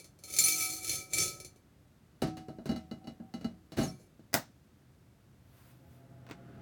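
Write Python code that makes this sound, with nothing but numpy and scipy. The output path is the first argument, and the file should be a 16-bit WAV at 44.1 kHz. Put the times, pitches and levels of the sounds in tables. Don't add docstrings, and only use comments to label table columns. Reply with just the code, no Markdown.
import sys
import numpy as np
from scipy import signal
from scipy.fft import irfft
from scipy.io import wavfile

SR = 44100
rng = np.random.default_rng(int(sys.argv[2]) if len(sys.argv) > 2 else 0)


def to_wav(sig):
    pcm = np.clip(np.atleast_2d(sig), -1, 1) * 32767
    pcm = np.round(pcm).astype(np.int16)
    wavfile.write(sys.argv[1], SR, pcm.T)


N = 291847
TIME_S = np.arange(N) / SR


def from_db(db):
    return 10 ** (np.asarray(db) / 20)


def unit_rms(x):
    return x / np.sqrt(np.mean(x ** 2) + 1e-20)


def at_time(curve):
    return np.interp(TIME_S, *np.transpose(curve))


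def at_hz(curve, hz):
    knots_hz, values = np.transpose(curve)
    return np.interp(np.log(hz), np.log(knots_hz), values)


def wander(steps_per_s):
    steps = np.clip(rng.standard_normal(2000), -1.7, 1.7)
    return np.interp(TIME_S * steps_per_s, np.arange(len(steps)), steps)


def clicks(times_s, levels_db):
    out = np.zeros(N)
    np.add.at(out, np.clip(np.round(times_s * SR).astype(int), 0, N - 1), from_db(levels_db))
    return out


def strokes(rows, sag_db_per_s, stop_db_per_s):
    out = np.zeros(N)
    for start_s, rise_s, hold_s, level_db in rows:
        attack = np.clip((TIME_S - start_s) / rise_s, 0, 1) ** 2
        past_rise_s = np.maximum(TIME_S - start_s - rise_s, 0)
        sag_db = sag_db_per_s * np.minimum(past_rise_s, hold_s)
        stop_db = stop_db_per_s * np.maximum(past_rise_s - hold_s, 0)
        out += attack * from_db(level_db - sag_db - stop_db)
    return out


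def ring(force, hz, t60_s):
    radius, angle = from_db(-60 / (t60_s * SR)), 2 * np.pi * hz / SR
    feedback = [1, -2 * radius * np.cos(angle), radius * radius]
    return signal.lfilter([0, np.sqrt(2) * np.sin(angle)], feedback, force + 1e-18)


def ring_modes(force, modes):
    return sum(from_db(db) * (-1) ** k * ring(force, hz, t60_s)
               for k, (hz, db, t60_s) in enumerate(modes))


def leak(energy, t60_s):
    return signal.lfilter([1], [1, -from_db(-120 / (t60_s * SR))], energy + 1e-24)


def noise_bands(spectrum):
    edges_hz = np.geomspace(25, 19500, 25)
    centres_hz = np.sqrt(edges_hz[1:] * edges_hz[:-1])
    white = rng.standard_normal((2, N))
    gains = from_db(at_hz(spectrum, centres_hz)) * np.sqrt(np.diff(edges_hz))
    gains /= np.linalg.norm(gains)
    for k, hz in enumerate(centres_hz):
        bandpass = signal.butter(2, edges_hz[k:k + 2], "band", fs=SR, output="sos")
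        yield hz, gains[k] * unit_rms(signal.sosfilt(bandpass, white[k % 2]))


def noise(spectrum):
    return sum(band for _, band in noise_bands(spectrum))


# f/Hz, t60/s
ROOM_DECAY = [(60, 0.26), (150, 0.47), (300, 0.21), (700, 0.22), (2000, 0.24), (6000, 0.26), (15000, 0.075)]

def wash(force, spectrum, direct_db, direct_t60_s, room_t60_scale=1.0):
    energy, out = force ** 2, np.zeros(N)
    direct = from_db(direct_db) ** 2 * leak(energy, direct_t60_s)
    for hz, band in noise_bands(spectrum):
        tail = leak(energy, room_t60_scale * at_hz(ROOM_DECAY, hz))
        lag = np.exp(-4 * hz / SR)
        out += band * signal.lfilter([1 - lag], [1, -lag], np.sqrt(direct + tail))
    return out


# f/Hz, density/dB
ROOM_SPECTRUM = [(15, -64), (25, -35), (47, -14.5), (74, -5.5), (129, -7), (204, -11.5), (247, -12),
                 (363, -19), (404, -25), (546, -20.5), (679, -28), (1670, -31), (2140, -34.5),
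                 (17000, -45.5)]

def room_tone(level_db=-61.5):
    return from_db(level_db) * noise(ROOM_SPECTRUM)


# f/Hz, density/dB
AIR_SPECTRUM = [(24, -41), (40, -17), (123, -1.5), (152, -9), (203, -6), (405, -14), (479, -20.5),
                (668, -27.5), (1080, -40), (1240, -17), (2260, -36), (2480, -32.5), (12000, -61),
                (15600, -86), (22000, -120)]
# harmonic number, level/dB
BLADE_TONES = [(1, -9), (2, -15.5), (4, -27), (6, -23)]
# f/Hz, level/dB, t60/s
CAVITY_MODES = [(253, -14, 0.29), (534.3, -16, 0.3), (681, -12.5, 0.12), (830, -20, 0.15)]

def fan(on_s=4.34, rise_hz_per_s=92.0, hum_hz=125.3, flow_db=-52.5, hum_db=-52):
    blade_hz = rise_hz_per_s * np.maximum(TIME_S - on_s, 1 / SR)
    speed = blade_hz / blade_hz.max()
    slowness = 1 - speed
    air = sum(band * from_db(-12 * slowness * np.log2(1 + hz / 400))
              for hz, band in noise_bands(AIR_SPECTRUM))
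    cavity = sum(from_db(db) * unit_rms(ring(rng.standard_normal(N), hz, t60_s))
                 for hz, db, t60_s in CAVITY_MODES)
    phase = 2 * np.pi * np.cumsum(blade_hz) / SR
    blades = from_db(-10 * slowness) * sum(from_db(db) * np.sin(k * phase) for k, db in BLADE_TONES)
    swell = np.zeros(N)
    for hz, _, t60_s in CAVITY_MODES[2:]:
        q = hz * t60_s * np.pi / np.log(1000)
        swell += signal.lfilter(*signal.iirpeak(hz, q, fs=SR), blades)
    flow = air + cavity + blades + from_db(14) * swell
    hum = np.sin(2 * np.pi * hum_hz * TIME_S)
    doublings = np.log2(speed)
    return from_db(flow_db + 14 * doublings) * flow + from_db(hum_db + 11 * doublings) * hum


# start/s, rise/s, hold/s, level/dB
GLOVE_TUGS = [(5.33, 0.26, 0.12, -66), (5.76, 0.17, 0.025, -70.5)]
# f/Hz, density/dB
TUG_SPECTRUM = [(500, -5.5), (1200, 8.5), (3500, 0.5), (7000, -5), (11000, -1), (16500, -0.5)]
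# t/s, level/dB
GLOVE_FLOPS = [(6.266, -53.5), (6.29, -53.5), (6.298, -50), (6.311, -40.5)]
# f/Hz, density/dB
FLOP_SPECTRUM = [(59, -32.5), (100, -5), (281, -1), (821, -11.5), (1020, -6), (2110, -11), (3050, -17),
                 (8370, -28), (9930, -43), (17000, -28)]

def glove():
    landing = from_db(-2) * clicks(*np.transpose(GLOVE_FLOPS))
    flop = wash(landing, FLOP_SPECTRUM, direct_db=8.5, direct_t60_s=0.01, room_t60_scale=0.51)
    hiss = strokes(GLOVE_TUGS, sag_db_per_s=-1, stop_db_per_s=127) * noise(TUG_SPECTRUM)
    return hiss + flop


# t/s, level/dB
LATCH_TICKS = [(4.3305, -41), (4.3352, -43), (4.3415, -24), (4.3487, -29)]
# f/Hz, level/dB, t60/s
SPRING_MODES = [(2300, -1, .008), (5200, 4, .006), (7400, 4, .005), (10500, 5, .004), (14000, 7, .004)]
# f/Hz, level/dB, t60/s
HOUSING_MODES = [(299, -7.5, 0.048), (656, -1, 0.017), (800, -18, 0.1), (1417, -13, 0.066),
                 (2004, -5.5, 0.066), (4950, -7, 0.027), (6290, -9, 0.047)]
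# f/Hz, density/dB
HOUSING_SPECTRUM = [(29, -37), (50, -39), (99, -6), (289, -4), (438, -13), (663, -1.5), (731, 22),
                    (806, -7), (1080, -11.5), (1160, -6.5), (1990, -12.5), (2660, -21.5), (5020, -16.5),
                    (11000, -21.5), (17000, -16)]

def latch():
    force = clicks(*np.transpose(LATCH_TICKS))
    snap = ring_modes(force * (force == force.max()), SPRING_MODES)
    dense = wash(force, HOUSING_SPECTRUM, direct_db=7, direct_t60_s=0.14)
    return snap + ring_modes(force, HOUSING_MODES) + from_db(-8) * dense


# t/s, level/dB
BENCH_BOOMS = [(2.696, -42), (3.8, -48)]

def bench():
    return ring(clicks(*np.transpose(BENCH_BOOMS)), hz=78, t60_s=0.38)


# f/Hz, gain from rack/dB, gain from lid/dB, t60/s
BOWL_MODES = [(318, -38, -14, 0.7), (748, -38, -21, 0.85), (1298, -31, -30, 0.5)]

def bowl(force, settling_db_per_s=9.0, seated_s=3.9, seated_db_per_s=128.0):
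    times_s, _, thud_db, _ = np.transpose(LID_KNOCKS)
    cushioned = np.sign(force) * np.sqrt(np.abs(force))
    from_rack = from_db(-14.5 - at_time(MUG_WEIGHT)) * cushioned
    from_lid = clicks(times_s, thud_db - settling_db_per_s * (times_s - times_s[0]))
    song = sum(ring(from_db(rack_db) * from_rack + from_db(lid_db) * from_lid, hz, t60_s)
               for hz, rack_db, lid_db, t60_s in BOWL_MODES)
    return song * from_db(-seated_db_per_s * np.maximum(TIME_S - seated_s, 0))


# t/s, weight/dB
MUG_WEIGHT = [(0.0, 11), (0.45, -1), (0.7, -2), (0.9, 3.5), (1.13, 6), (1.27, 6), (1.5, 10), (3.8, 8.5)]
# f/Hz, density/dB
STAND_SPECTRUM = [(25, -14.5), (70, 1), (140, 10.5), (220, -19.5), (350, 2.5), (550, 2), (900, -43),
                  (1700, -17.5), (3000, -28)]

def stand_rumble(force, drive_db=-39.5, compression_power=0.59):
    shake = np.sign(force) * np.abs(force) ** compression_power * from_db(drive_db + at_time(MUG_WEIGHT))
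    hollow = from_db(-3.5) * ring(shake, hz=570, t60_s=0.063)
    hollow += from_db(-5.5) * ring(shake, hz=365, t60_s=0.15)
    return hollow + wash(shake, STAND_SPECTRUM, direct_db=-1.5, direct_t60_s=0.04, room_t60_scale=0.56)


# start/s, hold/s, f/Hz, level/dB
FRICTION_SQUEALS = [(0.386, 0.019, 7210, -23.5), (0.398, 0.08, 4243, -38.5), (0.438, 0.0099, 6030, -26),
                    (0.439, 0.025, 9354, -30.5), (0.483, .02, 10546, -50), (0.517, 0.03, 2313, -37),
                    (1.134, .015, 7220, -33.5), (1.193, 0.031, 5460, -38), (1.194, 0.029, 6304, -38),
                    (1.201, 0.023, 2277, -43), (3.013, 0.049, 755, -60), (3.218, 0.083, 765, -65.5),
                    (3.833, 0.02, 6560, -46), (3.877, 0.026, 5480, -52.5)]

def squeals(rise_s=0.0017, t60_s=0.04):
    out = np.zeros(N)
    for start_s, hold_s, hz, level_db in FRICTION_SQUEALS:
        active = (TIME_S > start_s) & (TIME_S < start_s + 0.5)
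        age_s = TIME_S[active] - start_s
        decay_db = 60 * np.maximum(age_s - hold_s, 0) / t60_s
        envelope = (1 - np.exp(-age_s / rise_s)) * from_db(level_db - decay_db)
        out[active] += np.sqrt(2) * envelope * np.sin(2 * np.pi * (hz * age_s + rng.random()))
    return out


# t/s, level/dB
MUG_CLINKS = [(0.0, -48.5), (0.043, -47), (0.189, -56), (0.237, -42), (0.285, -54.5), (0.304, -42.5),
              (0.338, -36), (0.365, -32.5), (0.387, -20.5), (0.439, -27.5), (0.483, -25.5), (0.703, -38),
              (0.846, -32.5), (0.895, -30.5), (1.134, -24.5), (1.184, -23.5), (1.401, -41), (1.447, -42.5),
              (1.56, -61.5), (3.832, -40.5), (3.876, -50)]
# start/s, rise/s, hold/s, level/dB
MUG_SLIDES = [(0.20, 0.27, 0.28, -27), (0.78, 0.11, 0.062, -30.5), (1.08, 0.12, 0.03, -26.5),
              (3.79, 0.027, 0.02, -45), (3.965, 0.031, 0.0052, -64.5)]

def mug_force(slips_per_s=700, uneven_db=5.0, slip_db=-10.5):
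    slide = strokes(MUG_SLIDES, sag_db_per_s=48.5, stop_db_per_s=201)
    sizes = slide * from_db(slip_db + uneven_db * np.clip(rng.standard_normal(N), -2, 1.5))
    slips = (rng.random(N) < slips_per_s / SR) * sizes * rng.choice([-1, 1], N)
    return clicks(*np.transpose(MUG_CLINKS)) + slips


# f/Hz, level/dB
RACK_MODES = [(2315, -53), (3494, -63), (4242, -54), (4447, -58), (4624, -61), (5356, -55), (6024, -53),
              (6304, -52), (6412, -51), (6821, -61), (7214, -51), (8376, -61), (8958, -61), (9351, -53),
              (9625, -55), (9927, -62), (10072, -60), (10390, -61), (10546, -50), (11165, -55),
              (12112, -65), (12581, -57), (12947, -60), (13281, -56), (13722, -62), (14303, -58),
              (14653, -59), (14917, -63), (15913, -64), (16258, -57)]
# f/Hz, density/dB
RACK_SPECTRUM = [(900, -50), (1700, -14), (2300, -9.5), (2900, -4), (3600, -10.5), (4200, -4),
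                 (4900, -13.5), (6200, 8), (8000, 2.5), (10000, -31), (12000, -0.5), (16500, -12.5)]

def rack(force, ring_db=34.5, t60_at_4khz_s=0.23, shift_db=4.0, shifts_per_s=28.0):
    out = np.zeros(N)
    for hz, level_db in RACK_MODES:
        t60_s = t60_at_4khz_s * (hz / 4000) ** -0.3
        coupling = from_db(shift_db * wander(shifts_per_s)) * rng.choice([-1, 1])
        out += from_db(level_db + ring_db) * ring(force * coupling, hz, t60_s)
    for _ in range(2):
        coupling = from_db(shift_db * wander(shifts_per_s))
        out += from_db(-8.5) * signal.fftconvolve(force * coupling, weak_rack_modes())[:N]
    dense = wash(force, RACK_SPECTRUM, direct_db=8, direct_t60_s=0.012, room_t60_scale=0.8)
    out += from_db(-11.5) * dense
    lows = signal.sosfiltfilt(signal.butter(1, 8500, fs=SR, output="sos"), out)
    treble_gain = from_db(-0.88 * at_time(MUG_WEIGHT))
    return lows + treble_gain * (out - lows)


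def weak_rack_modes(t60_s=0.15, spread_at_6khz_hz=140.0, per_mode=12):
    age_s = np.arange(SR // 2) / SR
    main_hz, level_db = np.repeat(RACK_MODES, per_mode, axis=0).T
    offset_hz = spread_at_6khz_hz * rng.laplace(size=len(main_hz)) * np.sqrt(main_hz / 6000)
    hz = np.clip(main_hz + offset_hz, 1500, 17400)
    spectrum = np.zeros(SR // 2 + 1, complex)
    spectrum[hz.astype(int)] = from_db(level_db / 2) * np.exp(2j * np.pi * rng.random(len(hz)))
    return unit_rms(irfft(spectrum))[:len(age_s)] * from_db(-60 * age_s / t60_s)


# f/Hz, level/dB, t60/s
OVEN_MODES = [(141, -10.5, 0.21), (309, -5, 0.069), (647, -17, 0.24), (1640, -28, 0.12)]
# f/Hz, density/dB
THUD_SPECTRUM = [(25, -27), (45, -19), (70, -0.5), (120, -1), (190, 4), (320, 7.5), (450, -12), (650, -0.5),
                 (950, -34.5), (1600, -14), (2500, -76), (6000, -65)]

def oven_thud(force):
    dense = wash(force, THUD_SPECTRUM, direct_db=2, direct_t60_s=0.059)
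    return ring_modes(force, OVEN_MODES) + from_db(-4.5) * dense


# start/s, rise/s, hold/s, level/dB
RIM_GRINDS = [(3.76, 0.012, 0.029, -31.5)]
# f/Hz, density/dB
CRACK_SPECTRUM = [(200, 24), (900, 10.5), (1700, 12), (3300, 4.5), (4500, 8), (6500, 1), (9000, 1),
                  (12000, -2), (16500, -3)]

def rim_crack(force, grains_per_s=500, grain_db=-10.0):
    seating = strokes(RIM_GRINDS, sag_db_per_s=117, stop_db_per_s=600)
    grains = rng.standard_normal(N) * (rng.random(N) < grains_per_s / SR)
    grind = from_db(grain_db) * seating * grains
    return from_db(-1) * wash(force + grind, CRACK_SPECTRUM, direct_db=-0.5, direct_t60_s=0.016)


# t/s, ring/dB, thud/dB, crack/dB
LID_KNOCKS = [(2.2192, -44, -53, -33), (2.223, -33, -23.5, -79), (2.271, -60, -59.5, -48),
              (2.37, -53, -44, -47.5), (2.484, -52, -37.5, -57), (2.586, -50.5, -40.5, -69),
              (2.657, -57, -36, -44), (2.692, -27, -33, -46), (2.715, -31, -33, -49.5),
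              (2.761, -35.5, -74, -48.5), (2.913, -34.5, -39, -54.5), (3.043, -48, -52, -68),
              (3.072, -36, -40.5, -52.5), (3.2, -35.5, -47, -93), (3.339, -31.5, -43, -49.5),
              (3.411, -51, -45, -56.5), (3.4451, -28.5, -34.5, -49.5), (3.7202, -55, -43.5, -48),
              (3.773, -36.5, -31, -44), (3.784, -31, -23, -60), (3.812, -26.5, -47, -43),
              (3.836, -29, -30, -60), (4.194, -71, -53.5, -70)]
# f/Hz, level/dB, t60/s
LID_MODES = [(179.4, -17, 0.48), (229.6, -1, 0.17), (271, -9, 0.068), (441, -28.5, 0.21), (510, -32, 0.32),
             (634, -22.5, 0.27), (799, -27, 0.16), (786, -14.5, 0.094), (1080, -39, 0.32),
             (1322, -23, 0.13), (1536, -53, 0.1), (2043, -28, 0.17), (2440, -64, 0.18), (2902, -22.5, 0.17),
             (3910, -30.5, 0.19), (4074, -13, 0.03), (4080, -20, 0.11), (4500, -23.5, 0.097),
             (5570, -48, 0.14), (5400, -32, 0.13), (6400, -32.5, 0.1), (7100, -37, 0.091)]

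def lid(vary_db=1.56, hard_db=19.0, crossover_hz=2500):
    times_s, ring_db, thud_db, crack_db = np.transpose(LID_KNOCKS)
    glass = np.zeros(N)
    for k, (hz, level_db, t60_s) in enumerate(LID_MODES):
        hard_share = hz / (hz + crossover_hz)
        drive_db = (1 - hard_share) * ring_db + hard_share * (crack_db + hard_db)
        drive_db += vary_db * rng.standard_normal(len(times_s))
        glass += (-1) ** k * ring(clicks(times_s, level_db + drive_db), hz, t60_s)
    return glass + oven_thud(clicks(times_s, thud_db)) + rim_crack(clicks(times_s, crack_db))


def scene():
    force = mug_force()
    oven = rack(force) + squeals() + stand_rumble(force) + bowl(force) + lid()
    return (oven + bench() + latch() + glove() + fan() + room_tone())[None]


def record(dry, low_cut_hz=38, high_cut_hz=17500):
    highpass = signal.butter(4, low_cut_hz, "high", fs=SR, output="sos")
    lowpass = signal.ellip(10, 0.1, 80, high_cut_hz, fs=SR, output="sos")
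    return signal.sosfilt(lowpass, signal.sosfilt(highpass, dry))


dry = scene()
out = record(dry)
to_wav(out)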